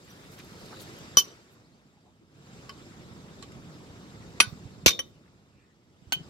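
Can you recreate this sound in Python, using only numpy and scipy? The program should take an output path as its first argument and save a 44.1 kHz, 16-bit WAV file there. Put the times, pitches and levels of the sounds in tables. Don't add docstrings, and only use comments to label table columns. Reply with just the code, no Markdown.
import sys
import numpy as np
from scipy import signal
from scipy.io import wavfile
from scipy.ndimage import uniform_filter1d, minimum_filter1d

SR = 44100
rng = np.random.default_rng(int(sys.argv[2]) if len(sys.argv) > 2 else 0)


def undo_db(level):
    steps = np.asarray(level, float) / 20
    return 10 ** steps


def output_pcm(signal):
    pcm = np.clip(np.atleast_2d(signal).T, -1, 1) * 32767
    wavfile.write(sys.argv[1], SR, np.round(pcm).astype(np.int16))


N = 277389

# (time [s], gain [dB], wind strength [dB])
GAIN_AND_WIND = [(0.0, -3.5, -2), (0.12, 0.5, -5), (0.4, 1.1, -3.5), (0.75, 4.5, -5), (1.05, 5, -5),
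                 (1.3, 0, -8.5), (1.42, -4.5, -5.5), (1.701, -11, -0.5), (2.27, -15, 2.5),
                 (2.38, -7.5, 0.5), (2.54, 0, -2), (3.6, -1, 3), (4.451, 0, 1), (4.9, -5, 5),
                 (5.15, -10.5, 1.5), (5.81, -15.5, 2), (6.05, -11, -0.7), (6.2, -3, 2.5)]
# (frequency [Hz], density [dB per Hz])
AIR_COLOUR = [(180, -37), (320, -6), (813, -18.5), (1740, -18.5), (4840, -24.5), (7580, -27), (8600, -36.5),
              (15800, -68.5), (15900, -120)]
# (frequency [Hz], density [dB per Hz])
HISS_COLOUR = [(5060, -29), (8600, -3.5), (15100, -8.5), (15780, -12), (15900, -60.5)]
# (frequency [Hz], density [dB per Hz])
WIND_COLOUR = [(12, -51), (20, -24.5), (109, 2), (189, -0.3), (330, -8), (659, -18), (1200, -21.5),
               (1900, -78)]
# (frequency [Hz], likeness [-1 to 1])
PORT_LIKENESS = [(30, 0.23), (130, 0.86), (300, 0.99), (700, 0.71), (2000, 0.34), (8000, 0.16),
                 (15000, 0.096)]
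# (frequency [Hz], width [Hz], boost [dB])
PORT_RESONANCES = [(1320, 270, 3.5), (3710, 320, 3.5), (5000, 670, 3), (7620, 680, 3), (11200, 900, 5)]
PORT_LAG = 10 / 44100
AIR_DB, WIND_DB, HISS_DB = -54.5, -49.5, -75
HISS_SHARE = 0.93
HAND_DB, HAND_UNTIL_S, HAND_LEAVES_S = 5, 0.81, 0.27

# (time [s], length [s], level [dB],
# centre [Hz], width [octaves])
RUBBING = [(0.084, 0.041, -65, 12000, 1.2), (.105, .02, -64, 13600, .05), (0.091, 0.035, -59.5, 5870, .05),
           (0.21, 1, -61, 4350, 0.45), (0.29, 0.088, -61, 7300, 2.5), (0.37, 0.052, -48.5, 2100, 2.5),
           (0.65, 0.025, -58, 5500, 2.2), (0.709, 0.047, -46, 880, 1.7), (0.787, 0.062, -49.5, 9200, 3.3),
           (1.489, 0.081, -72.5, 11960, .6), (5.257, 0.011, -64, 1950, 0.91),
           (5.276, 0.0093, -62.5, 1760, 0.81), (5.468, 0.25, -73, 2500, 0.32),
           (5.504, 0.28, -76, 1880, 0.3), (5.156, 0.022, -73, 2900, .3), (0.782, 0.043, -51.5, 4000, 0.52),
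           (0.793, 0.022, -54, 7100, 0.19), (3.28, 0.033, -64, 3100, .3), (5.68, 0.066, -74.5, 1900, .2),
           (1.931, 0.092, -69.5, 830, .4), (2.03, 0.098, -64.5, 760, .9), (2.85, 0.22, -64, 1450, 1.2),
           (.02, 0.092, -78, 1400, 1.7), (2.2, .05, -62, 340, .4), (1.2, .14, -71, 11500, .7),
           (4.43, 0.14, -69, 13000, 0.87), (5.01, .13, -77, 13000, 0.74)]
# (time [s], level [dB])
SKIN_TICKS = [
    (.048, -65),
    (.318, -59),
    (.368, -59),
    (.388, -53),
    (.445, -57),
    (.5, -67),
    (.593, -66),
    (.965, -60),
    (.986, -54),
    (1.032, -67),
]
TICK_S, TICK_HZ, TICK_OCTAVES = 0.0054, 12700, 0.5
# (time [s], peak [dB], frequency [Hz], left-right [dB])
HAND_BUMPS = [(0.519, -34, 185, -3), (0.731, -49, 160, -5), (2.53, -37.5, 165, -2), (2.909, -38.5, 215, -2),
              (3.109, -36, 119, -8), (4.47, -35, 110, -20), (4.524, -33, 129, -16), (4.652, -32, 121, -11),
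              (4.781, -45.5, 98, -21), (4.835, -28.5, 133, -3), (4.859, -26.5, 63, 8), (5.116, -45, 124, 7),
              (6.02, -43, 153.7, -11.5), (6.069, -40, 81.5, -10), (6.163, -37, 151, 15),
              (6.208, -31.5, 147, 9), (6.27, -46, 214, -8.5)]

# (time [s], peak [dB], left-right [dB], clatter t60 [s], time until the grip damps the tools [s])
HAMMER_BLOWS = [
    (1.17, -1, -0.5, 0.073, 0.033),
    (2.693, -27, -1.5, 0.047, 0.026),
    (3.425, -31.5, -1.5, 0.076, 0.018),
    (3.519, -40, 1, 0.042, 0.028),
    (4.4013, 5.5, 1, 0.028, 0.034),
    (4.8607, 6, 0, 0.047, 0.03),
    (4.9908, -15, -0.5, 0.043, 0.016),
    (6.122, -12.5, -1, 0.058, 0.036),
]
# (level [dB], t60 [s], left port's lead [radians])
SWING_RINGS = [
    {1138: (-19, 0.055, 0.19), 760: (-30.5, .02, .2), 436: (-42, .15, .1), 4710: (-38, 0.21, 1.1), 5222: (-39, .15, -1.1), 7122: (-35, .1, .6), 4366: (-35.5, 0.29, 4.7), 5599: (-30.5, .1, 0.88), 5885: (-5.5, 0.085, -0.36), 9432: (-25.5, 0.12, 0.96), 9986: (-28, 0.099, -.9), 13547: (-19.5, 0.2, -1.9)},
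    {1106: (-42.5, 0.12, -0.32), 2050: (-47, .04, .5), 7250: (-55, .03, .3), 4800: (-46, .06, .6), 1510: (-47, 0.11, 2.6), 3052: (-43, 0.098, -.3), 5020: (-42, 0.04, 0.27), 5290: (-44.5, 0.049, .3)},
    {1128: (-45, 0.13, -.7), 3063: (-52, 0.088, 0.25), 4300: (-43, 0.03, -.7), 4050: (-46, .03, .4), 5450: (-50, 0.04, .3), 7280: (-43, 0.03, .3), 7850: (-47, .025, -.6)},
    {7150: (-53, .025, -.4), 7400: (-55, 0.046, .3)},
]
# (level [dB], t60 [s], left port's lead [radians])
HARD_RINGS = [
    {245: (-31, 0.05, .1), 345: (-29.5, .05, .2), 760: (-29, 0.021, .2), 950: (-22, 0.042, .1), 4610: (-18.5, 0.05, -0.76), 1179: (-15, 0.036, -.1), 1505: (-24.5, 0.041, 1.1), 3100: (-23, 0.12, -1), 4191: (-24.5, 0.069, -1.1), 7149: (-27, .045, .3), 2756: (-26, 0.044, -.6), 7502: (-34, .08, .5), 9425: (-15.5, 0.094, 1.9), 13450: (-30, .075, 1.28), 13180: (-38.5, .07, .4), 12200: (-45, .07, .5)},
    {430: (-32, .025, .2), 900: (-21, 0.022, .2), 1132: (-31, 0.12, -1.4), 1445: (-30, 0.31, 1.36), 2350: (-14.5, 0.0816, 2.2), 3071: (-24.5, 0.19, 1.3), 2580: (-26, 0.044, 0.53), 4140: (-25.5, 0.2, -0.632), 5510: (-26.5, .2, .5), 6100: (-13, 0.069, -0.33), 7504: (-28, 0.2, 0.52), 9426: (-29.5, 0.47, -2.5), 10150: (-33, 0.33, 6.9), 13544: (-29.5, 0.2, 0.54)},
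]
# (level [dB], t60 [s], left port's lead [radians])
LIGHT_RINGS = [
    {1132: (-48, 0.27, -.2), 520: (-38, 0.055, .2), 870: (-42, .04, .2), 3063: (-26, 0.42, 2.16), 2000: (-28, 0.011, .3), 5885: (-28, 0.1, 0.89), 9420: (-48, 0.11, .6), 10160: (-42, 0.21, 1.6), 13540: (-43, .08, -.5)},
    {1500: (-27, 0.054, -1.4), 2140: (-27, 0.035, 0.34), 2490: (-23.5, 0.059, -2.5), 2970: (-24, 0.035, -0.49), 3970: (-29, 0.025, .4), 5120: (-32.5, 0.035, .6), 250: (-41, 0.098, .1), 950: (-25.5, 0.02, -0.25), 680: (-36, 0.042, 0.1), 790: (-35, .04, .2), 1120: (-40, 0.045, -.3), 6764: (-50, .05, .5), 4390: (-21.5, 0.032, .1), 6100: (-23, 0.034, 1.46), 9360: (-40, 0.079, -.4), 8220: (-40, 0.047, .3)},
]
# (frequency [Hz], density [dB per Hz])
CLATTER_COLOURS = [
    [(100, -44), (750, -21), (2300, -26.5), (4800, -16), (5900, -8.5), (7200, -20.5), (8500, -43),
     (10000, -24), (14200, -32.5), (15200, -52.5)],
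    [(530, -36), (900, -12), (2750, -7), (3060, -30), (4410, -12), (5200, -18), (15000, -34)],
    [(530, -36), (900, -15), (1100, -14), (3100, -9), (6430, -16), (7320, -13), (15000, -37)],
    [(1180, -34), (2000, 3), (5980, -15), (7330, -11), (15000, -26)],
    [(100, -28), (200, -10.5), (538, -15.5), (2450, -5), (4350, -9), (6200, -17.5), (13600, -30.5),
     (14800, -60)],
    [(120, -37), (220, -2.5), (1740, -14), (2290, -5.5), (6050, -8), (8740, -23), (14300, -17),
     (16000, -41.5)],
    [(450, -7), (750, -14), (1900, -4), (5310, -11.5), (5970, -6), (8700, -24), (13800, -38), (16000, -55)],
    [(240, -44), (400, -28), (3530, -7), (5520, -19), (6150, -11), (10500, -21), (12500, -46), (15000, -86)],
]
DRIFT_BOUNCES = {0: [(.015, -14.5), (.026, -13.5)], 1: [(.005, -12)], 2: [(.008, -12)], 4: [(.002, 1.5),
                 (.012, -11.5), (.025, -16.5)], 5: [(.006, -9), (.017, -6.5), (.0225, -12.5), (.028, -8),
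                 (.033, -19), (.043, -3.5), (.052, -3)], 7: [(.008, -26), (.035, -33)]}
HUB_MODES = {465: (-24, .3), 545: (-14, .14), 3421: (-12, .17), 3500: (-8, .17), 3583: (-2, .22),
             3655: (-1, .23), 3692: (-3, .22), 3780: (-6, .2), 3865: (-6, .18), 4160: (-11, .15)}
# (thump against blow [dB], thump delay [s], hub ring [dB], top of the rattle [Hz])
BLOW_DRIVE = [
    (-22, 0.0022, -58.5, 12000),
    (-23, .0012, -80, 9000),
    (-17, 0.0015, -85, 7600),
    (-25, .0012, -90, 9000),
    (-29, 0.0012, -38.5, 14000),
    (-19, 0.0014, -18, 14800),
    (-28, .0012, -46.5, 9000),
    (-42, .0012, -67.5, 5600),
]
DAMPING, LEFT_DB = 930, -32.5
# (time [s], rise [s], time until damped [s],
# frequency [Hz] -> (level [dB], t60 [s], left port's lead [radians]))
FURTHER_RINGS = [
    (4.4013, 0.0014, .05, {2540: (-1.5, 0.027, 0.72), 5865: (-8.5, 0.05, -.2)}),
    (1.1702, 0.00035, 0.042, {3063: (-14, .24, .42)}),
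    (1.185, 0.0065, 0.074, {9380: (-41.5, 0.17, 1.1), 13540: (-37, 0.14, -1.5), 13650: (-42, .15, 0.67), 11890: (-52, .12, .4), 5890: (-34.5, .15, -.4)}),
    (4.42, 0.0056, .09, {5860: (-32.5, 0.082, -.2), 3600: (-42.5, .25, 0.87), 13430: (-50, .12, 1), 9430: (-49, 0.086, 1.4), 12200: (-59, 0.13, 0.394)}),
    (4.8765, 0.0011, 0.023, {2360: (-19.5, .08, 1.5), 3590: (-19, .09, -.6), 4100: (-22.5, .08, 1.1), 5885: (-19.5, 0.11, 0.53), 1136: (-23.5, .09, -0.64), 6600: (-21.5, 0.0584, 0.79), 13540: (-30, .09, .6)}),
    (4.905, 0.0016, 0.043, {3640: (-28.5, 0.16, .3), 3070: (-32.5, .1, 1.1), 5500: (-37, 0.087, .6), 6050: (-36, .1, -.6)}),
    (6.14, .003, 0.018, {6000: (-43, 0.11, 1.2)}),
    (6.1257, 0.002, 0.19, {3070: (-20, 0.14, -2.54), 11970: (-40, .06, .32), 13571: (-27, 0.058, .1)}),
                 (1.271, .015, 0.058, {5908: (-54, .9, -.4), 3063: (-57, 0.7, .3)}),
    (4.41, .005, 0.046, {1495: (-28, 0.22, 0.6), 3100: (-43.5, .2, 0.33)}),
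    (4.866, 0.007, 0.027, {3232: (-25.5, .15, .5), 3390: (-30, .15, -0.521), 4020: (-31.5, .12, 1.204), 4370: (-21, 0.07, -0.84), 4800: (-33, .15, .6), 5250: (-29.5, .15, 1.5), 5890: (-19.5, 0.13, .3), 6620: (-29.5, 0.086, -0.45)}),
    (4.89, .015, .085, {7472: (-56.5, .25, .5), 8231: (-63.5, .25, -0.71), 11040: (-53.5, 0.31, 1.2), 11990: (-56, 0.27, 0.465), 13570: (-53, 0.225, .5), 14350: (-64, 0.38, -.6)}),
    (4.911, 0.007, .2, {465: (-46, .26, .2)}),
    (5.008, 0.004, .07, {3063: (-40, 0.12, 1.6), 13540: (-74, .3, 1.1)}),
]
# (time [s], peak [dB], left [Hz], right [Hz])
PHONE_JOLTS = [
    (1.1703, -29, 200, 260),
    (4.8607, -12.5, 130, 158),
]
# (frequency [Hz], t60 [s])
HUB_DECAY = [(300, 0.5), (1500, 0.21), (2500, 0.17), (3100, 0.12), (4000, 0.26), (8000, 0.15),
             (15000, 0.044)]
# (time [s], length [s], from [Hz], to [Hz], level [dB])
BIRD_CHIRPS = [
    (1.253, 0.083, 3730, 5200, -61),
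    (1.621, 0.06, 3535, 5000, -70),
    (1.706, .06, 3640, 4970, -71),
    (1.77, .025, 5500, 6300, -78.5),
]


def evened(x):
    return x / np.sqrt(np.mean(x ** 2) + 1e-20)


def read(points, hz):
    f, value = np.transpose(points)
    return np.interp(np.log(hz + 1), np.log(f + 1), value)


def add(mix, s, sound):
    part = mix[:, round(s * SR):][:, :sound.shape[-1]]
    part += sound[..., :part.shape[1]]


def panned(pan_db):
    return np.array([[.5], [-.5]]) * pan_db


def coloured(x, gain_db):
    log_gain = np.log(undo_db(np.maximum(gain_db, -100)))
    circle = np.r_[log_gain, log_gain[-2:0:-1]]
    taps = np.fft.ifft(np.exp(np.conj(signal.hilbert(circle)))).real
    return signal.fftconvolve(x, taps[None], axes=1)[:, :x.shape[1]]


def bed(spectrum, level_db, patchy_db, gust_db, size):
    hop = size // 4
    frames, hz = N // hop + 5, np.fft.rfftfreq(size, 1 / SR)
    a, b, c, d, patches = rng.standard_normal((frames, len(hz), 5)).T
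    patches = uniform_filter1d(patches, size=6, axis=0)
    patches = evened(uniform_filter1d(patches, size=10, axis=1))
    gusts = evened(uniform_filter1d(rng.standard_normal(frames), size=3))
    same = np.clip(read(PORT_LIKENESS, hz), -1, 1)[:, None]
    lag = np.exp(-2j * np.pi * hz * PORT_LAG)[:, None]
    left = a + 1j * b
    right = same * lag * left + np.sqrt(1 - same ** 2) * (c + 1j * d)
    colour_db = read(spectrum, hz)[:, None] + patchy_db * patches + gust_db * gusts
    z = np.array([left, right]) * undo_db(colour_db)
    noise = signal.istft(z, nperseg=size, noverlap=size - hop)[1][:, :N]
    return evened(noise) * undo_db(level_db)


def air_and_hiss(t, gain_db):
    hand_db = HAND_DB * np.clip(1 - (t - HAND_UNTIL_S) / HAND_LEAVES_S, 0, 1)
    air = bed(AIR_COLOUR, AIR_DB + gain_db, patchy_db=2.0, gust_db=0.43, size=512)
    hiss_db = HISS_DB + HISS_SHARE * gain_db + hand_db
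    air += bed(HISS_COLOUR, hiss_db, patchy_db=0.0, gust_db=1.0, size=256)
    hz = np.fft.rfftfreq(2048, 1 / SR)
    boost_db = sum(db / (1 + (2 * (hz - f) / width) ** 2) for f, width, db in PORT_RESONANCES)
    return coloured(air, boost_db)


def wind_rumble(gain_db, strength_db):
    rumble = bed(WIND_COLOUR, WIND_DB + gain_db + strength_db, patchy_db=0.0, gust_db=1.44, size=1024)
    return undo_db(panned(-1.6)) * rumble


def rub(length, db, centre_hz, octaves):
    n, hz = round(length * SR), np.fft.rfftfreq(2048, 1 / SR)
    grains = rng.standard_normal((SR, 3))[:n].T
    clumps_db = 2.0 * evened(uniform_filter1d(grains[2], size=60))
    grains = (grains[:2] + grains[2]) * undo_db(clumps_db)
    band = -6 * (np.log2((hz + 1) / centre_hz) / (octaves / 2)) ** 2
    return undo_db(db) * evened(coloured(grains, band)) * np.hanning(n)


def skin_tick(db):
    return rub(TICK_S, db, TICK_HZ, TICK_OCTAVES)


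def bump(db, hz, pan_db):
    t = np.arange(SR // 20) / SR
    swell = t * hz * np.exp(1 - t * hz / 0.56)
    return undo_db(db - 0.5 + panned(pan_db)) * np.sin(2 * np.pi * hz * t) * swell


def ring(t, modes, rise):
    f = np.array(list(modes))[:, None]
    db, t60, lead = np.array(list(modes.values())).T[:, :, None]
    phase = 2 * np.pi * f * t + np.array([lead, 0 * lead]) + rng.uniform(0, 2 * np.pi, f.shape)
    second = phase * 1.006 + rng.uniform(0, 2 * np.pi, (2, len(f), 1))
    wobble = evened(uniform_filter1d(rng.standard_normal((len(t), len(f), 2)).T, size=250))
    wobble *= 1 - np.exp(-t / 0.012)
    pair = np.sin(phase + .35 * wobble) * undo_db(2.2 * wobble[::-1]) + .25 * np.sin(second)
    decaying = undo_db(db - 60 * t / t60) * pair
    return decaying.sum(1) * (1 - np.exp(-t / rise)) ** 2


def hub_ring(t, hub_db):
    modes = {}
    for hz, (db, t60) in HUB_MODES.items():
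        modes[hz] = (hub_db + db, t60, hz / 1800 * rng.uniform(-0.91, 1))
    return ring(t, modes, 0.02)


def clatter(t, t60, rattle_hz, colour, bounces):
    burst = undo_db(-60 * t / t60) * (1 - np.exp(-t / 0.00066))
    touch = burst * (1 - np.exp(-t / .002))
    after = sum(undo_db(db) * np.interp(t - delay, t, touch, left=0) for delay, db in bounces)
    after *= undo_db(3.0 * evened(uniform_filter1d(rng.standard_normal(len(t)), size=50)) - 1.5)
    noise = rng.standard_normal((2, len(t)))
    noise += signal.lfilter(*signal.butter(2, 900, fs=SR), noise[0] - noise)
    noise = evened(coloured(noise, read(colour, np.fft.rfftfreq(2048, 1 / SR))))
    bass = signal.filtfilt(*signal.butter(2, 1050, fs=SR), noise)
    noise -= bass * (1 - np.exp(-t / 0.012))
    light_band = signal.butter(2, [1200, rattle_hz], "band", fs=SR, output="sos")
    return burst * noise + after * signal.sosfilt(light_band, noise)


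def thump(t, delay):
    u = (t - delay) / 0.0004
    return -np.exp(-u ** 2) + 1.7 * np.exp(-((u - 2.3) / 1.1) ** 2)


def blow(row, modes, thump_db, thump_s, hub_db, rattle_hz, colour, bounces):
    s, peak_db, pan_db, clatter_t60, held = row
    t = np.arange(SR // 4) / SR
    hub = hub_ring(t, hub_db)
    burst = undo_db(peak_db - 11.5) * clatter(t, clatter_t60, rattle_hz, colour, bounces)
    grip = undo_db(-DAMPING * np.maximum(t - held, 0)) + undo_db(LEFT_DB)
    sound = (ring(t, modes, 0.00029) + burst) * grip
    sound += hub + undo_db(peak_db + thump_db) * thump(t, thump_s)
    return undo_db(panned(pan_db)) * sound


def late_ring(rise, held, modes):
    t = np.arange(SR // 4) / SR
    return ring(t, modes, rise) * undo_db(-DAMPING * np.maximum(t - held, 0))


def jolt(db, left_hz, right_hz):
    turns = np.array([[left_hz], [right_hz]]) * np.arange(SR // 40) / SR
    swing = np.sin(2 * np.pi * turns) * np.exp(-((turns - .6) / .65) ** 2)
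    return undo_db(db) * np.array([[-1], [1]]) * swing


def hub_echo(x):
    taps = np.zeros((2, SR // 2))
    slots = np.arange(100, SR // 2 - 20, 20)
    at = slots + rng.integers(0, 20, (2, len(slots)))
    np.put_along_axis(taps, at, rng.choice([-1., 1.], at.shape), 1)
    hz, t, z = signal.stft(taps, SR, nperseg=256)
    z = z * undo_db(-60 * t / read(HUB_DECAY, hz)[:, None])
    tail = signal.istft(z, SR, nperseg=256)[1]
    return signal.fftconvolve(x, tail / np.linalg.norm(tail[0]), axes=1)[:, :N]


def chirp(length, from_hz, to_hz, db):
    n = round(length * SR)
    wobble = uniform_filter1d(rng.standard_normal((4096, 2))[:n].T, size=80)
    turns = np.cumsum(np.linspace(from_hz, to_hz, n)) / SR
    whistle = np.sin(2 * np.pi * turns + 3.6 * wobble)
    return undo_db(db) * (1 + 3.0 * wobble) * whistle * np.hanning(n) ** .5


def scene():
    t, (when, gain_db, strength_db) = np.arange(N) / SR, np.transpose(GAIN_AND_WIND)
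    gain_db, strength_db = np.interp(t, when, gain_db), np.interp(t, when, strength_db)
    background = air_and_hiss(t, gain_db) + wind_rumble(gain_db, strength_db)

    blows, small = np.zeros((2, 2, N))
    for source, events in [(rub, RUBBING), (skin_tick, SKIN_TICKS), (bump, HAND_BUMPS),
                           (jolt, PHONE_JOLTS), (chirp, BIRD_CHIRPS)]:
        for s, *row in events:
            add(small, s, source(*row))

    rings = SWING_RINGS + HARD_RINGS + LIGHT_RINGS
    for k, row in enumerate(HAMMER_BLOWS):
        bounces = DRIFT_BOUNCES.get(k, [])
        add(blows, row[0], blow(row, rings[k], *BLOW_DRIVE[k], CLATTER_COLOURS[k], bounces))
    for s, *row in FURTHER_RINGS:
        add(blows, s, late_ring(*row))
    return blows + undo_db(-19.5) * hub_echo(blows) + small + background


def band_limit(x):
    return signal.sosfilt(signal.butter(12, 16430, fs=SR, output="sos"), x)


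def record(dry):
    cut = signal.sosfilt(signal.butter(2, 45, "high", fs=SR, output="sos"), dry)
    excess = np.maximum(abs(cut) / .97, 1)
    held_excess = -minimum_filter1d(-excess, size=61)
    limited = cut / uniform_filter1d(held_excess, size=31)
    mix = signal.oaconvolve(limited, signal.firwin(255, 15900, fs=SR)[None], "same")
    return band_limit(mix)


dry = scene()
out = record(dry)
output_pcm(out)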